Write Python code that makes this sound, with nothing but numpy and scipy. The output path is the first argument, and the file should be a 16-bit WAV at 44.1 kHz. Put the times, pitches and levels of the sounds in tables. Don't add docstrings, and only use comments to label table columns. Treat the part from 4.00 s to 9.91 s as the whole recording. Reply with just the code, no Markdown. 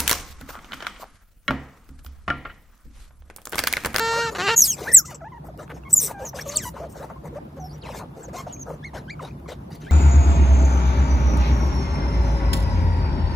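import sys
import numpy as np
from scipy import signal
from scipy.fft import rfft, irfft
from scipy.io import wavfile
from scipy.ndimage import uniform_filter1d

SR = 44100
rng = np.random.default_rng(int(sys.argv[2]) if len(sys.argv) > 2 else 0)


def makeup_ratio(level_db):
    decades = np.asarray(level_db, float) / 20
    return 10 ** decades


def log_audio(samples):
    frames = np.atleast_2d(samples).T
    limited = np.clip(frames, -1, 1)
    pcm = np.round(limited * 32767).astype(np.int16)
    wavfile.write(sys.argv[1], SR, pcm)


N = 260631
T = np.arange(N) / SR

# freq_hz, level_db
HISS = [(3000, -27.5), (4800, -12.5), (6000, 0), (10000, -11), (13000, -14), (15500, -30.5)]


def shape(x, points):
    hz, db = np.transpose(points)
    grid = np.maximum(np.arange(2049) * SR / 4096, 1)
    cepstrum = irfft(np.interp(np.log(grid), np.log(hz), db) * np.log(10) / 20)
    cepstrum[1:2048] *= 2
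    cepstrum[2049:] = 0
    response = irfft(np.exp(rfft(cepstrum)))
    return signal.fftconvolve(x, response)[:len(x)]


def level(x, db):
    return x * makeup_ratio(db) / np.sqrt(np.mean(x ** 2))


def walk(rate_hz, count=N):
    k = max(int(SR / rate_hz), 1)
    return level(uniform_filter1d(uniform_filter1d(rng.standard_normal(count), k), k), 0)


def patchy(x, patch_db):
    cells = signal.stft(x, nperseg=256)[2]
    field = uniform_filter1d(rng.standard_normal(cells.shape), 3, axis=0)
    field = uniform_filter1d(field, 10, axis=1)
    return signal.istft(cells * makeup_ratio(patch_db * field / field.std()), nperseg=256)[1][:N]


def band(x, lo_hz, hi_hz):
    hz = np.fft.fftfreq(N, 1 / SR)
    edge = lambda f: np.clip((hz - f) / (f / 25) + .5, 0, 1)
    return np.fft.ifft(np.fft.fft(x) * 2 * edge(lo_hz) * (1 - edge(hi_hz)))


def span(table):
    s, *columns = np.transpose(table)
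    at = np.arange(int(s[0] * SR), min(int(s[-1] * SR), N))
    return at, [np.interp(at / SR, s, c) for c in columns]


def mother():
    # time_s, pulse_rate_hz, level_db
    whines = [
        [(0, 452, -22.5), (.146, 459.8, -23), (.2, 466.2, -22.5), (.266, 460, -25), (.29, 444, -27),
         (.298, 440, -28.5), (.304, 447, -38.5)],
        [(.348, 399, -29.5), (.354, 378, -27.5), (.357, 385, -37), (.361, 380, -25.5), (.365, 401.5, -36.5),
         (.37, 417, -28), (.377, 467, -36)],
        [(.382, 355, -25), (.41, 358, -24.5), (.432, 386.5, -24), (.456, 408.5, -23), (.476, 381, -19.5),
         (.486, 433, -17.5), (.514, 465, -20.5), (.544, 451, -21.5), (.556, 510, -42)],
    ]
    # time_s, swap_db
    creak = [(.39, 0), (.398, 5), (.418, 4), (.425, 0)]
    # time_s, scatter_db
    uneven = [(.06, .13), (.08, .5), (.1, .13), (.29, .13), (.35, 3), (.38, 1.2), (.42, 1), (.428, .22),
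              (.468, .22), (.482, 2.3), (.505, 1.1), (.518, .25)]
    # time_s, lift_db
    mouth_open = [(.3, 0.5), (.35, 6), (.385, 2.5), (.398, 10.5), (.436, 6.5), (.458, 4), (.474, 12),
                  (.515, 10), (.55, 3.5)]
    # freq_hz, level_db
    throat = [(450, 1.5), (920, 1), (1380, 2.5), (1840, 1), (2300, -11.5), (2750, -5.5), (3400, -15),
              (4100, -6), (5000, -12.5), (7800, -15.5), (8300, -39), (8800, -26), (10000, -38.5),
              (15000, -36)]
    out = np.zeros(N)
    for whine in whines:
        at, (hz, db) = span(whine)
        scatter_db = np.interp(T[at], *np.transpose(uneven))
        chance = rng.standard_normal((200, 2))
        cycles = np.arange(1, int(np.sum(hz) / SR))
        place = np.interp(cycles, np.cumsum(hz) / SR, np.arange(len(at)))
        i = place.astype(int)
        swap_db = np.interp(T[at[i]], *np.transpose(creak))
        place = place + .02 * scatter_db[i] * chance[cycles, 0] * SR / hz[i]
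        size = makeup_ratio(scatter_db[i] * chance[cycles, 1] + swap_db * (-1.) ** cycles)
        gap = np.arange(len(at)) - place[:, None]
        pulses = size @ (np.sinc(gap) * np.exp(-(gap / 8) ** 2))
        leak = makeup_ratio(-19) * rng.standard_normal(len(at))
        voice = shape(level(pulses, 0) + leak, throat)
        lift = makeup_ratio(np.interp(T[at], *np.transpose(mouth_open))) - 1
        ring = signal.lfilter(*signal.iirpeak(2800, 3.5, SR), voice) * lift
        out[at] += level(voice + ring, 0) * makeup_ratio(db)
    return out


def mouth_db(hz):
    # freq_hz, level_db
    mouth = [(2000, -2.5), (4000, -6.5), (6000, 11), (7800, 20.5), (9500, -9), (11000, 4.5), (13500, -5.5),
             (16000, -8)]
    return np.interp(hz, *np.transpose(mouth))


def mouthed(call, second_db):
    s, hz, db = np.transpose(call)[:3]
    return np.transpose([s, hz, db, second_db + mouth_db(2 * hz) - mouth_db(hz)])


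def notes(rows, path, second_db):
    attack, release, edge_db = 0.058, 0.68, -1.5
    u = np.linspace(0, 1, 17)
    swell_db = edge_db * np.maximum(np.maximum(1 - u / attack, 1 - (1 - u) / release), 0)
    return [np.transpose([s + length * u, a * (b / a) ** path(u), db + swell_db, second_db + 0 * u])
            for s, length, a, b, db in rows]


def pup(call, rough, fall_db, lift, breath_db, flutter_hz, wobble=0):
    at, (hz, db, second_db) = span(call)
    n = len(at)
    phase = 2 * np.pi * np.cumsum(hz * (1 + wobble * walk(200, count=n))) / SR
    rough = np.linspace(*rough, n)
    out = 0
    for k in range(1, 10):
        upper_db = 0
        if k > 1:
            upper_db = second_db - fall_db * (k - 2) + lift * (mouth_db(k * hz) - mouth_db(2 * hz))
        shake = 1 + rough * (walk(flutter_hz, count=n) + 1j * walk(flutter_hz, count=n))
        partial = makeup_ratio(upper_db) * np.imag(shake * np.exp(1j * k * phase))
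        out = out + (k * hz < .45 * SR) * partial
    out = out + level(shape(rng.standard_normal(n), HISS), breath_db)
    edge = np.minimum(np.minimum(T[at] - T[at[0]], T[at[-1]] - T[at]) / .003, 1)
    return at, np.sqrt(2 / (1 + rough ** 2)) * makeup_ratio(db) * edge * out


def settle(knee):
    return lambda u: np.expm1(-u / knee) / np.expm1(-1 / knee)


def shrill_pups():
    # time_s, pitch_hz, first_partial_db
    squeals = [
        [(.561, 7000, -16), (.572, 6800, -13.5), (.597, 6700, -10.5), (.603, 6600, -26), (.607, 6580, -9),
         (.611, 6510, -24), (.613, 6450, -16), (.617, 6350, -22)],
        [(.616, 6420, -16), (.621, 6080, -6.5), (.633, 5660, -22.5), (.638, 5550, -17), (.66, 4485, -28.5),
         (.68, 3340, -46), (.706, 3250, -36.5), (.745, 2472, -44), (.756, 2200, -58.5)],
        [(.924, 9600, -36), (.937, 8650, -15), (.946, 8080, -3), (.955, 7800, -5.5), (.96, 7620, -13),
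         (.966, 7460, -5.5), (.982, 6650, -10), (.989, 5860, -17), (1.01, 5200, -40)],
        [(1.927, 9000, -20), (1.935, 7950, -4.5), (1.945, 7680, -6.5), (1.954, 7600, -13), (1.963, 7500, -8.5),
         (1.974, 7300, -7), (1.988, 6800, -19.5), (2.012, 5555, -30.5)],
        [(2.555, 4863, -39), (2.562, 4523, -25.5), (2.571, 3850, -36), (2.578, 3140, -39.5), (2.6, 2052, -43),
         (2.625, 1706, -45.5), (2.65, 1471, -37.5)],
    ]
    squeal_second_db = [4, -1, 2.5, 4, -2.5]
    squeal_rough = [(.6, .7), (.3, .15), (.03, .2), (.04, .4), (.35, .2)]
    # beat_hz, depth_at_start (0-1), depth_at_end (0-1)
    squeal_beat = [(300, 0, 0), (300, 0, 0), (290, 0, .6), (300, .12, .95), (300, 0, 0)]
    # start_s, length_s, from_hz, to_hz, level_db
    whistles = [(2.008, 0.027, 8210, 9300, -28), (2.055, 0.026, 8280, 7720, -35),
                (2.25, 0.051, 7000, 5800, -36.5), (2.487, 0.016, 6590, 6400, -30.5),
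                (2.51, .03, 6900, 7460, -48.5), (3.692, 0.037, 4630, 4866, -55.5)]
    # start_s, length_s, from_hz, to_hz, level_db
    peeps = [(2.028, 0.014, 8840, 7400, -18.5), (2.043, .014, 9405, 7530, -23.5),
             (2.408, 0.019, 5150, 5950, -35.5), (3.598, 0.037, 6440, 5600, -53),
             (3.64, 0.049, 5577, 5210, -50.5), (3.728, 0.033, 5510, 5950, -54.5),
             (4.228, 0.035, 8130, 6040, -45), (4.524, .03, 7260, 6220, -38),
             (4.555, 0.036, 6290, 6550, -51), (4.592, 0.02, 6530, 6700, -42),
             (4.61, .026, 6860, 5990, -38.5)]
    steady = (1, 0, 0)
    shrill = [(mouthed(call, db), rough, beat)
              for call, db, rough, beat in zip(squeals, squeal_second_db, squeal_rough, squeal_beat)]
    shrill += [(mouthed(call, -3), (.95, .95), steady) for call in notes(whistles, settle(1.0), 0)]
    shrill += [(mouthed(call, -9.0), (.25, .25), steady) for call in notes(peeps, settle(1.5), 0)]
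    out = np.zeros(N)
    for call, rough, (beat_hz, first, last) in shrill:
        at, voice = pup(call, rough, fall_db=8.5, lift=0.96, breath_db=-32.0, flutter_hz=1000)
        depth = first + (last - first) * np.linspace(0, 1, len(at)) ** 2
        out[at] += voice * (1 + depth * np.cos(2 * np.pi * beat_hz * (T[at] - T[at[0]])))
    return out


def reedy_pups():
    # start_s, length_s, from_hz, to_hz, level_db
    reeds = [(2.652, 0.043, 1000, 963, -34), (4.365, 0.052, 1039, 1085, -36.5)]
    out = np.zeros(N)
    for call in notes(reeds, settle(0.86), -12.5):
        at, voice = pup(call, (.3, .3), fall_db=3.5, lift=.6, breath_db=-34.5, flutter_hz=246.0)
        out[at] += voice
    return out


def soft_pups():
    # start_s, length_s, from_hz, to_hz, level_db
    grunts = [(1.485, 0.023, 881.4, 580, -40.5), (2.03, 0.05, 474.2, 393.4, -45),
              (2.74, .016, 748, 504, -36.5), (3.088, 0.044, 1398, 619, -46), (3.325, 0.023, 584, 450, -40),
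              (3.888, 0.03, 1393, 476, -36), (4.465, 0.016, 900, 593, -35.5), (4.702, 0.02, 1350, 480, -35),
              (4.932, 0.026, 1188, 618, -36), (5.192, 0.022, 1670, 980, -37),
              (5.215, .022, 790, 417, -41.5), (5.458, 0.012, 1223, 1051, -41.5),
              (5.485, 0.039, 625, 494, -40.5)]
    # start_s, length_s, from_hz, to_hz, level_db
    slides = [(.16, 0.036, 520, 600, -31), (.158, 0.022, 1545, 1610, -39),
              (1.594, 0.032, 579.4, 632, -37.5), (2.387, 0.014, 1457, 1910, -35),
              (3.358, 0.03, 528, 645, -33), (3.38, .012, 650, 896, -38.5), (3.568, 0.024, 561, 529, -39.5),
              (4.33, 0.033, 590, 774, -35), (5.865, 0.046, 1482, 2190, -44)]
    # start_s, length_s, end_pitch_hz, turn_pitch_hz, level_db
    bows = [(1.85, 0.0377, 1082, 1089, -44.5)]
    # start_s, length_s, end_pitch_hz, turn_pitch_hz, level_db
    coos = [(2.195, .06, 704, 504, -37), (2.8, 0.075, 523, 685, -36.5), (3.16, 0.023, 1042, 1060, -48),
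            (3.592, 0.082, 787, 735, -39)]
    # time_s, pitch_hz, level_db
    warbles = [
        [(.868, 1385, -33.5), (.885, 1820, -26.5), (.9, 1967, -30.5), (.925, 1750, -28), (.942, 2065, -31.5),
         (.955, 2050, -42), (.985, 1600, -38), (1.03, 1070, -54), (1.058, 1375, -43)],
        [(3.81, 5700, -60), (3.824, 4200, -50), (3.838, 2800, -47), (3.855, 2550, -43), (3.875, 1900, -52),
         (3.892, 1200, -48)],
        [(4.825, 1738, -58), (4.838, 1685, -41), (4.85, 2175, -35.5), (4.87, 2156, -43), (4.9, 1817, -53)],
        [(5.078, 1495, -43), (5.095, 1640, -44), (5.108, 2273, -36.5), (5.125, 2457, -47), (5.145, 2150, -47)],
    ]
    warble_second_db = [-30, -36, -9, -10]
    # time_s, pitch_hz, level_db
    whimpers = [
        [(.18, 1148, -45), (.21, 1420, -32.5), (.238, 1613, -34), (.255, 1494, -36), (.282, 1120, -42)],
        [(1.078, 1038, -48.5), (1.105, 976, -45.5), (1.122, 685, -41.5), (1.14, 596, -41.5),
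         (1.165, 399.4, -51.5)],
        [(1.205, 907, -48), (1.222, 645, -40), (1.24, 673, -41), (1.25, 838, -42), (1.275, 900, -41),
         (1.288, 990, -45.5)],
        [(1.318, 1073, -44), (1.345, 922, -45), (1.372, 970, -46.5), (1.386, 795, -54.5)],
        [(2.112, 936, -47), (2.12, 851, -46.5), (2.166, 791, -40), (2.226, 786, -39.5), (2.266, 953, -47),
         (2.29, 960, -56)],
        [(2.33, 1063, -43.5), (2.345, 561, -35.5), (2.37, 499, -43.5), (2.398, 520, -49.5)],
        [(2.45, 703, -44.5), (2.468, 556, -33.5), (2.54, 589, -40), (2.558, 616, -38), (2.592, 607, -45),
         (2.615, 569, -60)],
        [(3.0, 462, -35), (3.02, 633, -38.5), (3.035, 938, -42.5), (3.045, 894, -46), (3.058, 503, -42.5)],
    ]
    whimper_second_db = [-10, -5, -8, -10.5, -7.5, -11, -10, -19]
    # start_s, length_s, from_hz, to_hz, level_db
    pops = [(1.054, .01, 2700, 2680, -50), (1.588, .01, 2750, 2700, -48), (1.834, .007, 2700, 2700, -48),
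            (1.732, .01, 600, 620, -40), (4.563, .007, 2400, 2400, -46), (4.974, .01, 1500, 1600, -42),
            (5.205, .006, 2000, 2050, -45), (5.247, .009, 3900, 3800, -45), (5.308, .007, 2300, 2600, -49),
            (5.238, .006, 1600, 1400, -45), (4.735, .012, 560, 600, -43), (3.478, .008, 600, 560, -43),
            (5.755, .01, 7400, 7500, -50), (5.7, .016, 900, 750, -44), (1.44, .014, 650, 950, -46),
            (1.538, .016, 850, 600, -46)]
    arch = lambda u: 4 * u * (1 - u)
    calls = notes(grunts, settle(0.32), -17) + notes(slides, settle(3), -16.5)
    calls += notes(bows, arch, -3) + notes(coos, arch, -29)
    calls += [[(*row, db) for row in call] for call, db in zip(warbles, warble_second_db)]
    calls += [[(*row, db) for row in call] for call, db in zip(whimpers, whimper_second_db)]
    calls += notes(pops, settle(2.4), -39.5)
    waver = makeup_ratio(1.6 * walk(70))
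    out = np.zeros(N)
    for call in calls:
        at, voice = pup(call, (.22, .22), fall_db=15, lift=.4, breath_db=-35, flutter_hz=250, wobble=.008)
        out[at] += voice * waver[at]
    return out


def puffs():
    # start_s, length_s, chest_db, air_db
    breaths = [(3.82, 0.15, -41.5, -49), (1.924, 0.053, -48, -41), (3.7, 0.1, -52, -65),
               (1.692, 0.036, -42, -59), (2.732, .13, -38.5, -54.5), (3.09, 0.036, -38.5, -64),
               (3.337, 0.043, -46.5, -60), (3.562, 0.029, -46.5, -64), (3.985, 0.064, -39, -75),
               (4.278, 0.023, -48, -59.5), (4.457, 0.073, -43.5, -53.5), (4.931, 0.067, -34.5, -47),
               (5.2, 0.1, -43.5, -51.5), (5.476, 0.057, -34.5, -43.5), (5.702, .064, -47.5, -50.5),
               (5.798, 0.085, -49.5, -53)]
    # start_s, length_s, chest_db, air_db
    rustles = [(.107, 0.1, -34, -50), (.282, 0.15, -34, -51.5), (.754, .17, -34, -45.5),
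               (2.07, 0.057, -36.5, -50.5), (1.088, 0.048, -47, -52), (1.578, .065, -38.5, -57.5),
               (1.737, 0.049, -44.5, -61.5), (2.18, .11, -44.5, -55), (2.34, .09, -39.5, -43.5),
               (2.447, 0.14, -42, -45.5), (2.938, .13, -37, -57), (3.234, 0.051, -34, -64.5),
               (3.94, 0.062, -45, -46.5), (4.15, .11, -46, -62.5), (4.326, 0.1, -40.5, -48.5),
               (4.649, 0.11, -40.5, -61.5)]
    # start_s, length_s, chest_db, air_db
    wheezes = [(.562, 0.062, -60, -30), (.624, .11, -62.5, -37), (.638, .045, -60, -32),
               (1.44, 0.043, -48.5, -65.5), (1.888, 0.047, -55.5, -50.5), (1.995, 0.084, -45, -29.5),
               (2.617, .079, -47, -42.5), (2.89, 0.044, -56, -57)]
    # start_s, length_s, chest_db, air_db
    sniffs = [(.916, .006, -60, -38), (1.049, .034, -57, -40), (1.143, .014, -50, -42),
              (1.9, .018, -60, -52)]
    # freq_hz, level_db
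    chest_tone = [(250, -12.5), (450, 12.5), (1200, 2), (2000, -10.5), (3000, -34.5)]
    # freq_hz, level_db
    nose_tone = [(1200, -19), (2000, -0.5), (3000, -4.5), (4300, -3), (6500, -12.5), (8500, -32.5)]
    # freq_hz, level_db
    thin_tone = [(5000, -22), (8000, -1), (10000, -5), (13500, -4.5), (15500, -13.5)]
    # freq_hz, level_db
    whiff_tone = [(4300, -30), (5400, 0), (7800, 0), (9000, -24), (12000, -20), (15500, -34)]
    flutter = makeup_ratio(1.1 * walk(163.3))
    tones = (chest_tone, nose_tone, HISS, thin_tone, whiff_tone)
    layers = [level(patchy(shape(rng.standard_normal(N) * flutter, tone), patch_db=5.0), 0)
              for tone in tones]
    # nose, hiss, thin hiss and whiff re the air level (dB)
    kinds = [(breaths, (-0.5, -9, -29.5, -19.5)), (rustles, (0, 0.5, -7.5, -21)),
             (wheezes, (-20.5, -5, 3, -8.5)), (sniffs, (-18, -14, -30, 2))]
    gains = np.zeros((len(layers), N))
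    for rows, mix_db in kinds:
        for s, length, chest_db, air_db in rows:
            layer_db = np.array([chest_db, *np.add(air_db, mix_db)])
            at = slice(int(s * SR), int((s + 2 * length + .06) * SR))
            rise = np.clip((T[at] - s) / (0.27 * length), 0, 1)
            fade = np.exp(-np.clip(T[at] - s - .85 * length, 0, 1) / (.1 * length + .006))
            gains[:, at] += makeup_ratio(layer_db)[:, None] * rise * fade
    return np.sum(gains * layers, axis=0)


def cracks(rows):
    out, t = np.zeros(N), T[:400]
    for s, db in rows:
        start = int(s * SR)
        out[start:start + len(t)] += makeup_ratio(db) * rng.standard_normal(len(t)) * np.exp(-t / .0006)
    return out


def ticks():
    # time_s, peak_db
    sharp = [(1.052, -48), (1.077, -50), (1.108, -33.5), (1.461, -48.5), (1.576, -42), (4.742, -46.5),
             (5.249, -42.5), (3.566, -50.5), (3.782, -49.5), (3.99, -39), (4.152, -54.5), (4.206, -48.5),
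             (4.695, -47.5), (2.482, -28), (5.207, -49), (5.399, -49.5), (5.71, -44.5), (5.728, -47.5),
             (5.808, -48), (5.7543, -38)]
    # time_s, peak_db
    smacks = [(1.938, -42), (4.29, -43.5), (1.679, -35), (1.836, -43.5), (5.226, -31), (5.25, -38),
              (5.399, -52)]
    # freq_hz, level_db
    smack_tone = [(500, -12.5), (1500, 6), (3000, -8.5), (5500, -27.5)]
    rattle = [(s, -32) for s in np.arange(1.695, 1.721, 1 / 330)]
    return cracks(sharp) + makeup_ratio(9) * shape(cracks(smacks + rattle), smack_tone)


def echo(animals):
    box_t60_s, box_db = .09, -12.5
    room_t60_s, room_db = .3, -16
    t = T[:SR // 2]

    def fade(t60):
        decay = np.exp(-np.log(1000) * t / t60) / np.sqrt(t60 * SR / np.log(1e6))
        return rng.standard_normal((2, len(t))) * decay

    room = signal.lfilter(*signal.butter(2, 2000, fs=SR), fade(room_t60_s))
    tails = makeup_ratio(box_db) * fade(box_t60_s) + makeup_ratio(room_db) * room
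    shared = tails.mean(axis=0)
    tails = shared + signal.lfilter(*signal.butter(1, 900, 'high', fs=SR), tails - shared)
    return np.array([signal.fftconvolve(animals, tail * (t > .001))[:N] for tail in tails])


def hum():
    # freq_hz, level_db
    rumble = [(25, -30.5), (40, -28), (52, -10), (150, -8), (350, -15.5), (450, -25), (1000, -29),
              (2000, -45.5), (5000, -53), (8000, -60.5), (13000, -58.5), (15500, -61)]
    # freq_hz, width_hz, level_db
    motor = [
        (63.4, 6, -47.5),
        (139, 10, -49.5),
        (152.33, 2.7, -45.5),
    ]
    # time_s, gain_db
    phone_gain = [(.9, -0.5), (1.05, -5), (1.9, -1), (2.05, -2.5), (3.1, 0)]
    hum_db = -41.5
    mid = level(patchy(shape(rng.standard_normal(N), rumble), patch_db=2.5), hum_db)
    side = level(patchy(shape(rng.standard_normal(N), rumble), patch_db=4.5), hum_db)
    side = shape(side, [(30, -25.5), (120, -21), (300, -11), (600, 7), (12000, 0.5)])
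    for hz, width_hz, db in motor:
        tone = signal.lfilter(*signal.iirpeak(hz, hz / width_hz, SR), rng.standard_normal(N))
        mid = mid + level(tone, db)
    return np.array([mid + side, mid - side]) * makeup_ratio(np.interp(T, *np.transpose(phone_gain)))


def scene():
    air = puffs()
    animals = mother() + shrill_pups() + reedy_pups() + soft_pups() + air + ticks()
    sides = np.array([[1], [-1]])
    lean = makeup_ratio(-19.5) * walk(25) * np.imag(band(animals, 2500, 17000)) * sides
    nest = air * (makeup_ratio(.5 * sides * 2.5) - 1)
    return lean + animals * makeup_ratio(.25 * sides) + nest + echo(animals) + hum()


def refill_top(x):
    split_hz, shift_hz = 9900, 6200
    power = lambda v: uniform_filter1d(np.abs(v) ** 2, SR // 80) + 1e-14
    copy = band(x, split_hz - shift_hz, split_hz - 500) * np.exp(2j * np.pi * shift_hz * T)
    noise = band(patchy(rng.standard_normal(N), patch_db=-12.5), 10400, 18000)
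    fill = copy / np.sqrt(power(copy)) + 0.76 * noise / np.sqrt(power(noise))
    loudness = np.sqrt(power(band(x, split_hz, .45 * SR)))
    return np.real(band(x, 36, split_hz) + loudness * fill)


def drop_masked(x, under_db):
    cells = signal.stft(x, nperseg=1024)[2]
    power = uniform_filter1d(np.abs(cells) ** 2, 16, axis=1)
    keep = power > makeup_ratio(-2 * under_db) * power[:, 24:].max(axis=1, keepdims=True)
    luck = uniform_filter1d(rng.standard_normal(cells.shape[1:]), 9, axis=0)
    luck = uniform_filter1d(luck, 4, axis=1)
    keep[:, 60:] &= luck[60:] < 1.35 * luck.std()
    return signal.istft(cells * keep, nperseg=1024)[1][:, :N]


def roll_off(x):
    return signal.sosfilt(signal.butter(12, 15340, fs=SR, output="sos"), x)


def record(dry):
    clipped = np.clip(dry, -.97, .97)
    thinned = drop_masked(refill_top(clipped), under_db=42)
    return roll_off(np.clip(thinned, -1, 1))


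dry = scene()
out = record(dry)
log_audio(out)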